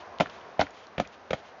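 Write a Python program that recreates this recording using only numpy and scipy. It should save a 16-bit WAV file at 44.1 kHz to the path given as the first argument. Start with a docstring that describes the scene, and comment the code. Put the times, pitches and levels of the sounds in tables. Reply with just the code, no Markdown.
"""A quiet yard: gloved hands pat a mound of damp snow four times, each pat two or three quick contacts.
A contact crushes snow grains, pops the air out from under the glove and thuds into the mound.
Crumbs tick and sleeves rustle between pats; the snow scatters the sound and the house returns a little.
Behind it all lie a faint distant wash, a fading hiss and a drone that swells at the end."""
import sys
import numpy as np
from scipy import signal
from scipy.fft import rfft, irfft
from scipy.io import wavfile

SR = 44100
rng = np.random.default_rng(int(sys.argv[2]) if len(sys.argv) > 2 else 0)


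def pcm_store(signal):
    """Save signal as 16-bit PCM."""
    levels = np.round(np.clip(np.atleast_2d(signal), -1, 1) * 32767)
    wavfile.write(sys.argv[1], SR, levels.astype(np.int16).T)


N = 70560
T = np.arange(N) / SR


def undb(db):
    """Decibels to gain."""
    return 10 ** (np.asarray(db) / 20)


def unit(x):
    """Scale to rms 1."""
    return x / np.sqrt(np.mean(x ** 2) + 1e-18)


def fader(points):
    """Gain curve through (t/s, level/dB) points."""
    return undb(np.interp(T, *np.array(points).T))


def colour(x, points):
    """Minimum-phase filter through (f/Hz, level/dB) points."""
    hz, db = np.array(points).T
    bin_hz = np.arange(N // 2 + 1) * SR / N
    log_gain = np.log(undb(np.interp(np.log(bin_hz + 1), np.log(hz), db)))
    cepstrum = irfft(log_gain, N)
    cepstrum[1:N // 2] *= 2
    cepstrum[N // 2 + 1:] = 0
    return irfft(rfft(x) * np.exp(rfft(cepstrum)), N)


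def band_noise(hz, width_hz):
    """Noise in one band, rms 1."""
    edges_hz = [max(hz - width_hz / 2, 30), hz + width_hz / 2]
    band = signal.butter(2, edges_hz, "bandpass", fs=SR, output="sos")
    return unit(signal.sosfilt(band, rng.standard_normal(N)))


def grains(per_s, spread_db):
    """Random impulses, most weak, a few stronger."""
    fires = rng.random(N) < per_s / SR
    size = np.minimum(rng.exponential(size=N), np.pi)
    sign = rng.choice([-1, 1], N)
    return fires * undb(spread_db * size) * sign


def burst(x, start_s, attack_s, hold_s, decay_s):
    """Gate a texture: linear attack, decay from hold_s after the start; rms about 1 at full level."""
    age_s = T - start_s
    envelope = np.clip(age_s / attack_s, 0, 1) * np.exp(-np.maximum(age_s - hold_s, 0) / decay_s)
    return unit(x * envelope) * np.sqrt(np.mean(envelope ** 2))


def knock(start_s, hz, rise_s, sag_per_s=0):
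    """Heavily damped resonance under a soft push, with optional pitch sag."""
    age_s = np.maximum(T - start_s, 0)
    cycles = np.cumsum((age_s > 0) * hz / (1 + sag_per_s * age_s)) / SR
    envelope = (age_s / rise_s * np.exp(1 - age_s / rise_s)) ** 2
    return envelope * np.sin(2 * np.pi * cycles)


# Wash spectrum: f/Hz, relative level/dB
WASH_SPECTRUM = [(25, -20.5), (60, -15.5), (90, -8.5), (150, -15.5), (210, -8.5), (310, -10.5), (400, -5),
                 (540, -4), (670, -4.5), (850, -4.5), (1100, -6.5), (1550, -8.5), (2150, -15), (3500, -23),
                 (6100, -28.5), (7200, -39.5)]
# Wash envelope: t/s, level/dB
WASH_LEVEL = [(0, -48), (.17, -48.5), (.46, -47.5), (.75, -51.5), (.95, -51), (1.27, -51), (1.6, -51)]


def distant_wash():
    """Soft broad noise, slowly ebbing."""
    return unit(colour(rng.standard_normal(N), WASH_SPECTRUM)) * fader(WASH_LEVEL)


def distant_hiss(start_db=-51.5, fall_db_per_s=15):
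    """Narrow hiss, fading away."""
    return band_noise(hz=1046, width_hz=190) * undb(start_db - fall_db_per_s * T)


# Drone envelope: t/s, level/dB
DRONE_LEVEL = [(0, -53), (1.25, -64), (1.42, -57), (1.6, -52.5)]


def distant_drone():
    """Faint noise band that sinks, then swells at the end."""
    return band_noise(hz=673, width_hz=170) * fader(DRONE_LEVEL)


# Fine crackle of cloth and settling snow: f/Hz, relative level/dB
CRACKLE_SPECTRUM = [(200, -16), (800, -13), (1600, -1.5), (3200, 1), (4800, -7.5), (7000, -13.5)]
# Arm movements: centre t/s, half length/s, level/dB
ARM_MOVES = [(.01, 0.01, -52), (0.346, 0.057, -54.5), (.78, 0.059, -55.5), (.845, 0.015, -58.5),
             (1.137, 0.017, -54.5), (1.39, 0.016, -55), (1.472, 0.043, -57)]


def sleeves():
    """Cloth crackle, swelling with each arm movement."""
    motion = sum(undb(db) * np.exp(-((T - centre_s) / half_s) ** 2) for centre_s, half_s, db in ARM_MOVES)
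    return motion * unit(colour(grains(per_s=3000, spread_db=1), CRACKLE_SPECTRUM))


# Crust snaps, crumbs and glove ticks: t/s, level/dB, f/Hz, decay/s
CRUMB_TICKS = [(0.185, -37.5, 2800, 0.00081), (.1850, -54.5, 6000, .002), (0.2579, -31, 1600, 0.0029),
               (.2690, -43.5, 2600, .003), (0.2964, -45.5, 3700, 0.0042), (0.4116, -48.5, 2800, .002),
               (0.6101, -22, 3900, 0.00083), (0.6669, -37.5, 1690, 0.0031), (0.7058, -51, 5700, 0.0018),
               (0.8682, -45.5, 4700, 0.00083), (1.0492, -45.5, 2210, 0.0089), (1.073, -44, 5200, 0.0014)]


def crumbs(relative_width=0.53, attack_s=0.001):
    """Brief ticks of snow and glove, each in its own noise band."""
    return sum(undb(db) * burst(band_noise(hz, relative_width * hz), start_s, attack_s, attack_s, decay_s)
               for start_s, db, hz, decay_s in CRUMB_TICKS)


# Mound shudder: f/Hz, relative level/dB
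MOUND_SPECTRUM = [(25, -44), (60, -12), (105, 4), (170, -3), (280, 2.5), (380, -10), (700, -0.5),
                  (1500, -40), (4000, -46)]
# Ground rumble: f/Hz, relative level/dB
GROUND_SPECTRUM = [(25, -24.5), (60, 0), (90, 0), (130, -1), (260, -16), (1000, -54)]


def mound_thuds(contacts, lag_s=0.00081, swell_s=0.0076):
    """Thuds sag in pitch as the snow gives; the mound shudders, the ground rumbles a little longer."""
    mound = colour(rng.standard_normal(N), MOUND_SPECTRUM)
    ground = colour(rng.standard_normal(N), GROUND_SPECTRUM)
    out = np.zeros(N)
    for start_s, crush_s, *_, db, hz in contacts:
        thud = knock(start_s + lag_s, hz, rise_s=0.0032, sag_per_s=11)
        shudder = burst(mound, start_s + crush_s, swell_s, swell_s, decay_s=0.011)
        rumble = burst(ground, start_s, swell_s, swell_s, decay_s=0.035)
        out += undb(db) * (thud + undb(-10) * shudder + undb(-30) * rumble)
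    return out


# Crushing snow grains: f/Hz, relative level/dB
CRUNCH_SPECTRUM = [(60, -19), (200, -6.5), (340, -9), (520, 2.5), (850, 7.5), (1080, -2), (1400, 3),
                   (1650, -2), (2100, 1.5), (2800, -5), (3600, -7.5), (5000, -18.5), (6600, -23)]


def snow_crunch(contacts, crack_lag_s=0.00221, crack_rise_s=0.00074):
    """Grains fracture, the snow cracks once as the glove beds in, loose grains settle."""
    crushing = colour(grains(per_s=7000, spread_db=2), CRUNCH_SPECTRUM)
    settling = colour(grains(per_s=3500, spread_db=2), CRACKLE_SPECTRUM)
    cracking = band_noise(hz=1870, width_hz=2100)
    out = np.zeros(N)
    for start_s, crush_s, db, *_ in contacts:
        crunch = burst(crushing, start_s, attack_s=0.0011, hold_s=crush_s, decay_s=0.0037)
        crack = burst(cracking, start_s + crack_lag_s, crack_rise_s, crack_rise_s, decay_s=0.00083)
        settle = burst(settling, start_s, crush_s, crush_s, decay_s=0.021)
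        out += undb(db) * (crunch + undb(3) * crack + undb(-19) * settle)
    return out


def air_pops(contacts, lag_s=0.0011):
    """Air pops out from under the glove."""
    return sum(undb(db) * knock(start_s + lag_s, hz, rise_s)
               for start_s, _, _, db, hz, rise_s, _, _ in contacts)


# Glove on snow: t/s, crush time/s, crunch level/dB,
# pop level/dB, pop f/Hz, pop rise/s, thud level/dB, thud f/Hz
GLOVE_CONTACTS = [(0.199, 0.0046, -26.5, -16.5, 630, 0.0013, -21.5, 160),
                  (.2046, 0.0045, -22, -13.5, 613, 0.0034, -20.5, 172),
                  (.5920, 0.01, -29.5, -10, 673, 0.0021, -22, 180),
                  (0.6, 0.0091, -33, -22.5, 689, 0.0026, -28, 107),
                  (0.6121, 0.0057, -23.5, -13, 704, 0.0016, -27.5, 160),
                  (0.9791, 0.006, -32, -24.5, 573, 0.002, -25.5, 150),
                  (.9978, 0.0013, -24, -16, 630, 0.0018, -21, 215),
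                  (1.3055, 0.0039, -30, -19, 525, 0.0025, -29.5, 131),
                  (1.3303, 0.0049, -27, -16, 631, 0.0017, -26, 205)]


def pats():
    """Four pats; every contact crunches, pops and thuds."""
    return snow_crunch(GLOVE_CONTACTS) + air_pops(GLOVE_CONTACTS) + mound_thuds(GLOVE_CONTACTS)


def reflections(x, lag_s, decay_s):
    """Diffuse echoes that start after a lag and die away."""
    response = rng.standard_normal(N) * np.clip(T / lag_s - 1, 0, 1) * np.exp(-T / decay_s)
    return signal.fftconvolve(x, unit(response) / np.sqrt(N))[:N]


def scene():
    """Near sounds, their echoes off snow and house, and the background; mono."""
    near = pats() + crumbs() + sleeves()
    snow_scatter = undb(-13.5) * reflections(near, lag_s=0.0048, decay_s=0.0091)
    house_echo = undb(-29) * reflections(near, lag_s=0.025, decay_s=0.06)
    background = distant_wash() + distant_hiss() + distant_drone()
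    return (near + snow_scatter + house_echo + background)[None]


def record(dry):
    """Gentle bass cut, steep treble cut."""
    low_hz, top_hz = 55, 6950
    low_cut = signal.butter(2, low_hz, "highpass", fs=SR, output="sos")
    top_cut = signal.cheby1(12, 0.2, top_hz, fs=SR, output="sos")
    return signal.sosfilt(top_cut, signal.sosfilt(low_cut, dry))


dry = scene()
out = record(dry)
pcm_store(out)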